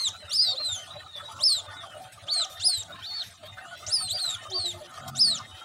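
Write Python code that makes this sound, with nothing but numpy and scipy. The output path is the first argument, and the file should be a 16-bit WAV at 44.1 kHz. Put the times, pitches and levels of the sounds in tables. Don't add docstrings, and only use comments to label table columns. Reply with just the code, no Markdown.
import sys
import numpy as np
from scipy import signal
from scipy.io import wavfile
from scipy.ndimage import uniform_filter1d

SR = 44100
rng = np.random.default_rng(int(sys.argv[2]) if len(sys.argv) > 2 else 0)


def to_wav(sig):
    pcm = np.clip(np.atleast_2d(sig), -1, 1) * 32767
    pcm = np.round(pcm).astype(np.int16)
    wavfile.write(sys.argv[1], SR, pcm.T)


def makeup_ratio(level_db):
    decades = np.asarray(level_db, float) / 20
    return 10 ** decades


N = 248724


def svf(x, hz, width):
    return signal.lfilter(*signal.iirpeak(hz, hz / width, SR), x)


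def narrow_noise(hz, width):
    return svf(svf(rng.standard_normal(N), hz, width), hz, width)


def unit(x):
    return x / np.sqrt(np.mean(x ** 2))


def walk(rate):
    k = int(SR / rate)
    levels = np.clip(rng.standard_normal(N // k + 1), -2.2, 1.6)
    held = np.repeat(levels, k)
    return 1.4 * uniform_filter1d(uniform_filter1d(held, k), k)[:N]


def span(table, fade=.006):
    s, *columns = np.transpose(table)
    i = np.arange(max(int(s[0] * SR), 0), min(int(s[-1] * SR), N))
    from_start = i - i[0] + (i[0] == 0) * N
    to_end = i[-1] - i + (i[-1] >= N - 2) * N
    ends = np.clip(np.minimum(from_start, to_end) / (fade * SR), 0, 1)
    smooth = (uniform_filter1d(np.interp(i / SR, s, c), size=130, mode="nearest") for c in columns)
    return i, ends * np.sqrt(2), *smooth


def hiss():
    # (frequency [Hz], level [dB per Hz])
    colour = [(18, -48), (30, -43), (95, 0.5), (392, -16.5), (735, -20), (955, -74), (1240, -7), (1610, -9),
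              (1790, -16.5), (2460, -14.5), (3640, -10.5), (4370, -20.5), (9110, -21.5), (15800, -71)]
    hz_points, db_points = np.transpose(colour)
    out = 0
    for hz in 35 * 2 ** np.arange(0, 8.9, 1 / 3):
        db = np.interp(np.log(hz), np.log(hz_points), db_points) + 2.0 * walk(19)
        out = out + makeup_ratio(db) * narrow_noise(hz, hz / 3)
    out = out / np.sqrt(np.mean(svf(out, 8830, 733) ** 2))
    return out + makeup_ratio(7) * unit(narrow_noise(19000, 2200))


def rumble():
    start_s, rise_s, hold_s, fall_s = 4.98, 0.11, 0.14, 0.28
    turns = start_s + np.cumsum([0, rise_s, hold_s, fall_s])
    shape = np.interp(np.arange(N) / SR, turns, [0, 1, 1, 0])
    floor = sum(makeup_ratio(db) * unit(narrow_noise(hz, width))
                for db, hz, width in ((-46, 137.4, 18), (-49.5, 222, 65)))
    return shape * floor


def housing():
    # (frequency [Hz], width [Hz], level [dB])
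    panels = [(96.6, 12.4, -1), (601.4, 100, -1), (680.5, 34, -1.5), (751.5, 10.2, 0), (875, 47, -6),
              (1053, 16, -8), (1240, 196, 3), (1464, 10.4, -4.5), (1823, 120, -5), (2077, 9.7, -9.5)]
    out = 0
    for hz, width, db in panels:
        out = out + makeup_ratio(db + 3.0 * walk(14)) * unit(narrow_noise(hz, 0.99 * width))
    return unit(out)


def strokes(events, rise, rough):
    out, t = np.zeros(N + SR), np.arange(int(.3 * SR)) / SR
    shape = t / rise * np.exp(1 - t / rise)
    for s, db, hz in events:
        wobble = np.cumsum(rng.standard_normal(len(t))) * rough
        start = int(s * SR)
        out[start:start + len(t)] += makeup_ratio(db) * shape ** 2 * np.sin(2 * np.pi * hz * t + wobble)
    return out[:N]


def machine_blows():
    # (time [s], peak level [dB], pitch [Hz])
    throbs = [(0.145, -50, 90), (0.237, -42.5, 91.5), (0.481, -45, 94), (0.717, -44, 94),
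              (0.967, -45, 94.5), (1.325, -52, 94.2), (1.82, -49, 97), (1.933, -49, 98), (2.052, -50, 102),
              (2.221, -43.5, 101), (2.599, -54, 98), (2.771, -40, 96), (3.011, -46.5, 97), (3.257, -47, 98),
              (3.514, -43, 106), (3.867, -40, 96), (4.11, -40, 104), (4.341, -44, 100), (4.478, -43, 103),
              (4.586, -39.5, 93.7), (5.056, -47, 107), (5.169, -41, 125), (5.408, -45, 108),
              (5.526, -43, 89)]
    # (time [s], peak level [dB], pitch [Hz])
    knocks = [(0.218, -44, 594), (0.468, -45.5, 594), (0.579, -45, 626), (0.949, -38.5, 607),
              (1.036, -49, 775), (1.148, -46, 587), (1.22, -43, 595), (1.278, -40.5, 898),
              (1.421, -46, 592), (1.677, -47, 584), (1.85, -43, 749.5), (1.94, -38, 609), (1.995, -39, 736),
              (0.53, -41, 529), (2.251, -49.5, 582), (2.358, -53, 712), (2.441, -41, 763),
              (2.669, -42.5, 730), (2.886, -46, 614), (3.423, -41, 627), (3.606, -45, 759),
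              (3.867, -42, 618), (4.023, -44.5, 745), (4.138, -42.5, 595), (4.214, -46, 743),
              (4.41, -46.5, 651), (4.502, -44, 767), (4.73, -42, 632), (4.802, -36.5, 596),
              (5.05, -42.5, 692)]
    # (time [s], peak level [dB], pitch [Hz])
    rattles = [(0.1378, -45, 1330), (0.277, -43, 1340), (1.1974, -36, 1315), (1.3831, -42, 1140),
               (1.6775, -39.5, 1193), (1.8289, -37.5, 1175), (2.0443, -49, 1290), (2.391, -42, 1506),
               (2.563, -44.5, 1844), (2.8935, -47, 1380), (2.9792, -41.5, 1063), (3.578, -37, 1515),
               (4.003, -37.5, 1258), (4.2413, -40, 1436), (4.3535, -40, 1397), (4.5514, -45, 1094),
               (4.914, -42.5, 1270), (5.08, -41.5, 1413), (5.2753, -42, 1816), (5.3936, -40, 1053),
               (5.5414, -51, 1895), (5.6092, -39, 1384)]
    return strokes(throbs, 0.016, 0.0027) + strokes(knocks, 0.017, 0.045) + strokes(rattles, 0.011, 0.075)


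def dove():
    # (time [s], level [dB])
    coo = [
        (4.547, -40.5),
        (4.674, -46.5),
        (4.765, -51),
        (4.86, -57.5),
    ]
    swell_s, settled_hz, onset_hz, sag_s = .035, 352.5, 33.4, 0.0516
    t = np.arange(N) / SR
    first_s = coo[0][0]
    loudness = sum(makeup_ratio(db) * np.exp(-((t - s) / swell_s) ** 2) for s, db in coo)
    hz = settled_hz + onset_hz * np.exp(-np.clip(t - first_s + swell_s, 0, None) / sag_s)
    phase = 2 * np.pi * np.cumsum(hz) / SR
    third = makeup_ratio(-41) * np.exp(-((t - first_s - .022) / 0.02) ** 2)
    voice = loudness * (np.sin(phase) + makeup_ratio(-15) * np.sin(2 * phase))
    return np.sqrt(2) * (voice + third * np.sin(3 * phase))


def far_chicks():
    # (start [s], length [s], first pitch [Hz], last pitch [Hz], level [dB])
    nervous = [(0.082, 0.13, 3650, 4160, -50.5), (0.207, 0.1, 4080, 3570, -51),
               (0.902, 0.11, 3815, 4006, -46.5), (1.058, 0.1, 3884, 3510, -52),
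               (1.134, 0.059, 3644, 3460, -41.5), (1.231, 0.059, 3820, 3890, -47),
               (1.66, 0.14, 3600, 3510, -50.5), (1.765, 0.067, 3950, 3316, -42),
               (1.829, 0.13, 3316, 2846, -53), (2.505, 0.13, 3620, 3660, -49),
               (2.921, 0.022, 3750, 3720, -40.5), (3.038, 0.19, 3620, 3685, -48.5),
               (3.37, 0.016, 3600, 3770, -55.5), (3.471, 0.064, 3660, 3703, -49.5),
               (4.002, 0.064, 3600, 3620, -48.5), (5.004, 0.038, 3730, 3850, -56),
               (5.146, 0.028, 3690, 3670, -47.5), (1.128, 0.034, 4400, 3450, -46),
               (0.865, 0.071, 3320, 3670, -54)]
    # (start [s], length [s], first pitch [Hz], last pitch [Hz], level [dB])
    calm = [(3.6, 0.31, 2600, 4010, -56.5), (4.37, 0.2, 2960, 3210, -53), (4.38, 0.23, 3720, 3610, -55),
            (5.39, 0.49, 3705, 3770, -54), (5.511, 0.179, 2985, 3340, -52), (1.32, 0.11, 3800, 3740, -62)]
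    swell_share, ends_db = 0.1, 2.5
    out, shake, flutter = np.zeros(N), walk(120), walk(50)
    for nerves, whistles in ((1, nervous), (.25, calm)):
        for s, length, first_hz, last_hz, peak_db in whistles:
            bend_hz = first_hz + swell_share * (last_hz - first_hz)
            glide = [(s, first_hz, peak_db + ends_db),
                     (s + swell_share * length, bend_hz, peak_db),
                     (s + length, last_hz, peak_db + ends_db)]
            i, ends, hz, db = span(glide, fade=0.0045)
            flicker = makeup_ratio(db + nerves * (2.5 * flutter[i] + 3 * shake[::-1][i]) - 1)
            tremble = 1 + nerves * (0.0078 * shake[i] + 0.0039 * flutter[::-1][i])
            out[i] += ends * flicker * np.sin(2 * np.pi * np.cumsum(hz * tremble) / SR)
    return out


def rustles():
    # (time [s], peak level [dB], length [s])
    scuffs = [(0.74, -52, 0.091), (1.16, -52, 0.029), (1.317, -47, 0.012), (1.823, -71, 0.12),
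              (2.017, -49.5, 0.029), (2.121, -46, 0.021), (2.497, -47.5, 0.082), (3.03, -53, 0.064),
              (3.057, -56, 0.12), (3.234, -46.5, 0.063), (3.455, -52, 0.039), (3.774, -48.5, 0.12),
              (4.657, -45.5, 0.13), (4.937, -55, 0.12), (5.077, -44, 0.021), (5.554, -60, 0.096)]
    gate, t = np.zeros(N), np.arange(N) / SR
    for s, db, length in scuffs:
        fall = np.exp(-(np.clip(t - s, 0, None) / np.clip(length, .01, .09)) ** 2)
        gate += makeup_ratio(db) * (t > s) * fall
    noise = rng.standard_normal(N) * makeup_ratio(1.0 * walk(330))
    cloth = unit(svf(noise, 3640, 4500) + makeup_ratio(-30) * svf(noise, 19000, 3000))
    return uniform_filter1d(gate, size=300) * makeup_ratio(-3.5) * cloth


def chicks():
    # (time [s], pitch [Hz], level [dB], octave level [dB])
    early = [
        [(0.0, 4310, -24.5, -49), (0.006, 4210, -31.5, -45), (0.028, 4230, -29, -38), (0.056, 3880, -28, -36),
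         (0.074, 3550, -25, -34), (0.084, 3201, -30.5, -38.5), (0.098, 2580, -57, -42)],
        [(0.303, 2955, -49, -62), (0.315, 3596, -32, -61), (0.325, 4216, -33, -48), (0.347, 5100, -25.5, -36),
         (0.359, 5315, -20, -65), (0.363, 5430, -21.5, -46), (0.393, 4690, -31, -58)],
        [(0.39, 4770, -19, -58), (0.408, 4952, -18.5, -55), (0.428, 5000, -21.5, -52), (0.44, 4920, -25, -57),
         (0.46, 4580, -26, -64), (0.512, 4504, -32, -63), (0.522, 4410, -33, -74), (0.53, 4240, -31, -56),
         (0.548, 4100, -40, -60)],
        [(0.55, 2946, -49, -48), (0.584, 4040, -30.5, -51), (0.6, 4300, -34.5, -66), (0.624, 4060, -29.5, -55),
         (0.666, 4010, -29, -38.5), (0.746, 3480, -33, -38.5), (0.76, 3256, -41, -35),
         (0.836, 3010, -49, -49.5), (0.854, 2500, -59, -56)],
    ]
    # (time [s], pitch [Hz], level [dB], octave level [dB])
    middle = [
        [(1.385, 2620, -62, -60), (1.393, 2760, -46, -44.5), (1.433, 4370, -26, -30.5), (1.439, 4970, -18, -35),
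         (1.447, 5300, -22, -48), (1.457, 5305, -17.5, -36.5), (1.519, 4250, -23, -34.5),
         (1.595, 3510, -36, -40), (1.611, 3250, -41, -51)],
        [(2.265, 2300, -71, -52), (2.285, 3220, -34.5, -67), (2.315, 4510, -29, -54), (2.325, 4590, -24, -53),
         (2.349, 4380, -27.5, -31.5), (2.413, 4000, -23, -36), (2.439, 3434, -30, -42), (2.447, 3130, -38, -41),
         (2.457, 2500, -56, -33)],
        [(2.595, 2640, -52, -46), (2.607, 2844, -40.5, -34), (2.661, 5160, -19, -32.5), (2.699, 4480, -26, -23),
         (2.747, 4074, -28, -41), (2.791, 3726, -38, -39), (2.811, 3810, -36, -37), (2.819, 3700, -40, -52),
         (2.839, 2680, -59, -42)],
        [(3.02, 2915, -45, -75), (3.044, 3640, -36, -72), (3.078, 4590, -39, -75), (3.128, 4360, -35, -67),
         (3.138, 4547, -35.5, -62), (3.186, 4390, -31, -74), (3.208, 4141, -33, -59), (3.218, 3830, -33, -56),
         (3.238, 2720, -49, -47)],
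    ]
    # (time [s], pitch [Hz], level [dB], octave level [dB])
    late = [
        [(3.863, 2648, -54, -43), (3.893, 3530, -51, -41), (3.931, 5270, -20.5, -34),
         (3.965, 4780, -24.5, -32.5), (4.031, 4390, -37, -34.5), (4.079, 4050, -35, -50),
         (4.101, 4080, -37, -44), (4.113, 3660, -29, -41), (4.125, 2900, -46, -54)],
        [(4.155, 2320, -52, -62), (4.167, 2580, -60, -60), (4.181, 3229, -39.5, -55), (4.211, 4386, -30.5, -49),
         (4.243, 4144, -31, -54), (4.337, 3626, -36.5, -41.5), (4.349, 3416, -32, -39), (4.361, 3179, -45, -48),
         (4.379, 2444, -71, -66)],
        [(4.498, 2350, -70, -47), (4.52, 3456, -38, -48.5), (4.534, 4127, -34, -57), (4.548, 4650, -29, -48),
         (4.562, 4690, -26, -65), (4.602, 4365, -30.5, -48.5), (4.704, 3660, -34, -44), (4.726, 3130, -44, -43),
         (4.736, 2670, -66, -44)],
        [(5.148, 2600, -64, -54), (5.158, 2914, -48.5, -36), (5.212, 5220, -18, -39),
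         (5.268, 4460, -21.5, -28.5), (5.294, 4340, -24, -31.5), (5.328, 3940, -26.5, -48),
         (5.348, 3650, -37, -38.5), (5.378, 2930, -40, -40), (5.394, 2370, -71, -38)],
    ]
    # (time [s], pitch [Hz], level [dB], octave level [dB])
    mate = [
        [(0.29, 2610, -57, -49), (0.296, 2746, -47, -35), (0.314, 2853, -44, -41.5), (0.37, 4626, -34.5, -32),
         (0.398, 4750, -26, -44), (0.408, 4630, -34, -49), (0.424, 4370, -26.5, -40.5), (0.484, 3815, -26, -45),
         (0.542, 3604, -35.5, -51)],
        [(4.068, 2332, -70, -56), (4.082, 2942, -41, -63), (4.092, 3334, -35.5, -47), (4.124, 4157, -29, -37),
         (4.142, 4651, -35, -54), (4.156, 4844, -28.5, -55), (4.214, 4317, -39.5, -38), (4.298, 3735, -31, -41),
         (4.326, 3111, -57, -63)],
    ]
    # (warble depth [dB], warble pitch [share of the whistle],
    # upper overtones against the octave [dB])
    voices = [(-46, 0.15, -13), (-30, .2, -8), (-20, 0.2, -22), (-47, 0.16, -13.5), (-25.5, 0.18, -18),
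              (-23, .23, -20), (-21.5, .2, -18.5), (-28, .2, -25), (-35, 0.057, -15), (-40, 0.29, -6),
              (-28, 0.2, -26), (-51, 0.22, -12), (-40, 0.11, -11.5), (-37, 0.45, -5)]
    # (time [s], pitch jump [Hz], level jump [dB], length [s])
    catches = [(0.675, 96, 1, 0.0098), (0.701, -92, -1, 0.012), (0.785, -85, -0.5, 0.026),
               (.825, 103, 4.5, 0.021), (1.469, 112, 1.5, .01), (1.495, -170, -4, 0.011),
               (2.632, -150, -3.5, 0.011), (2.648, 130, -2.5, 0.0087), (2.674, 148, 3, 0.008),
               (2.691, -150, -3, 0.0071), (3.062, -150, 0, 0.0057), (3.193, 16, -6, .003),
               (0.457, 12, -6, .006), (0.431, 105, 0, 0.0074), (5.318, -61, 0, .008),
               (3.936, 76, -5, 0.0024), (3.978, 10, -6, .003), (4.641, 100, -1.5, 0.015),
               (4.661, -90, 4, .01), (5.187, -170, -2.5, 0.00965), (5.199, 137, 3, 0.005),
               (5.225, 85, 2, 0.013), (5.259, -85, -3.5, 0.0061)]
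    # (time [s], length [s], level [dB])
    halves = [(0.015, 0.025, -43), (1.415, 0.011, -50), (2.34, 0.011, -42), (2.61, 0.015, -40.5),
              (3.9, 0.014, -47), (4.243, .02, -53), (5.175, 0.008, -44)]
    hoarse_db_per_khz = 12

    out, shake, flutter, breaks = np.zeros(N), walk(76), walk(90), walk(40)
    shake_back, breaks_back = shake[::-1], breaks[::-1]
    soft = signal.butter(3, 1300, fs=SR, output="sos")
    air = unit(signal.sosfilt(soft, rng.standard_normal(N)))
    breath = air * makeup_ratio(4.5 * breaks)
    quiver = np.clip(unit(svf(air, 130, 180)), -2.5, 1.2)
    quiver_back = quiver[::-1]

    near_glides = early + middle + late
    for number, (glide, voice) in enumerate(zip(near_glides + mate, voices)):
        warble_db, share, upper_db = voice
        i, ends, hz, db, octave_db = span(glide)
        near = number < len(near_glides)
        for s, jump_hz, jump_db, length in catches * near:
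            catch = np.exp(-((i / SR - s) / length) ** 2)
            hz, db = hz + jump_hz * catch, db + jump_db * catch
        tremble = 1 + .008 * shake[i] + .003 * quiver_back[i]
        phase = 2 * np.pi * np.cumsum(hz * tremble) / SR

        octave_now_db = octave_db - 1.5 + 2.5 * breaks[i] + 4 * shake_back[i] + 2 * quiver_back[i]
        tone = makeup_ratio(db) * np.sin(phase) + makeup_ratio(octave_now_db) * np.sin(2 * phase)
        for k, drop_db in zip((3, 4, 5), (-3, -14, -20)):
            dull_db = -3.0 * np.clip(k * hz / 1000 - 11, 0, None)
            upper_now_db = octave_db + upper_db + drop_db + dull_db + 6 * breaks_back[i] + 3 * shake[i]
            tone += makeup_ratio(upper_now_db) * np.sin(k * phase) * (k * hz < .45 * SR)

        half = sum(makeup_ratio(half_db) * np.exp(-((i / SR - s) / length) ** 2) for s, length, half_db in halves)
        between = makeup_ratio(-10) * np.sin(phase / 2) + np.sin(3 * phase / 2) + makeup_ratio(-6) * np.sin(5 * phase / 2)
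        tone += half * near * between

        sagging = np.clip((i - i[np.argmax(hz)]) / SR / 0.027 - .6, 0, 1)
        depth = 2 * makeup_ratio(min(warble_db, -6) + 4 * shake[i])
        warble = 1 + depth * sagging * np.sin(share * phase + 4 * flutter[i])
        tone *= makeup_ratio(1.2 * flutter[i] + 1.3 * quiver[i])
        leak_db = -30 - .3 * (db + 25) - hoarse_db_per_khz * (hz / 1000 - 4)
        out[i] += ends * tone * (warble + makeup_ratio(leak_db) * breath[i])
    return out


def shed(x):
    t60_s = .2
    t = np.arange(int(.4 * SR)) / SR
    tail = rng.standard_normal(len(t)) * np.exp(-np.log(1000) * t / t60_s) * (t > .012)
    tail = tail / np.sqrt(np.sum(tail ** 2))
    tail = signal.sosfilt(signal.butter(2, 6500, fs=SR, output="sos"), tail) * 1.6
    return signal.fftconvolve(x, tail)[:N]


def patches(shape, bins, frames):
    coarse = rng.standard_normal((shape[0] // bins + 1, shape[1] // frames + 1))
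    field = np.repeat(np.repeat(coarse, bins, axis=0), frames, axis=1)[:shape[0], :shape[1]]
    return np.clip(unit(uniform_filter1d(field, size=3, axis=0)), -2.5, 1.6)


def denoise(x, fine_db=5.5, wide_db=3.5, stripe_db=2.0):
    cells = signal.stft(x, nperseg=1024)[2]
    fine, wide, stripe = (patches(cells.shape, *size) for size in ((3, 4), (36, 3), (600, 2)))
    above_bass = np.clip(np.arange(len(cells))[:, None] / 30, 0, 1)
    gain_db = fine_db * fine + above_bass * (wide_db * wide + stripe_db * stripe)
    return signal.istft(cells * makeup_ratio(gain_db), nperseg=1024)[1][:N]


def scene():
    # (time [s], level [dB])
    load = [(0, -47), (.3, -51), (.55, -42.5), (.93, -49.5), (1.0, -39.5), (1.13, -53), (1.23, -42),
            (2.03, -44.5), (2.2, -52.5), (2.29, -42.5), (3.1, -49), (3.4, -54), (3.57, -43), (4.1, -48.5),
            (4.75, -43), (4.88, -50.5), (5.05, -43.5), (5.64, -45)]
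    duck_above_db, duck_s = -26, .04
    no_bass = signal.butter(4, 1200, "high", fs=SR, output="sos")
    near, far = signal.sosfilt(no_bass, chicks()), far_chicks()
    birds = near + far + shed(makeup_ratio(-17) * near + makeup_ratio(-7.5) * far)

    loud_db = 10 * np.log10(uniform_filter1d(near ** 2, size=int(duck_s * SR)).clip(1e-9))
    over_db = np.clip(loud_db - duck_above_db, 0, None)
    load_db = np.interp(np.arange(N) / SR, *np.transpose(load))
    running = makeup_ratio(load_db - 6.0 - 1.16 * over_db) * housing()

    air = hiss()
    low = signal.sosfilt(signal.butter(2, 900, fs=SR, output="sos"), air)
    treble_db = -70.5 - 0.81 * over_db + 0.15 * (load_db - load_db.mean())
    air = makeup_ratio(-70.5) * low + makeup_ratio(treble_db) * (air - low)
    background = denoise(running + rustles() + air)
    return (birds + machine_blows() + dove() + rumble() + background)[None]


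def top_cut(x):
    return signal.sosfilt(signal.butter(12, 15950, fs=SR, output="sos"), x)


def record(dry):
    top = signal.sosfilt(signal.ellip(8, .2, 50, 15700, fs=SR, output="sos"), dry)
    return top_cut(top)


dry = scene()
out = record(dry)
to_wav(out)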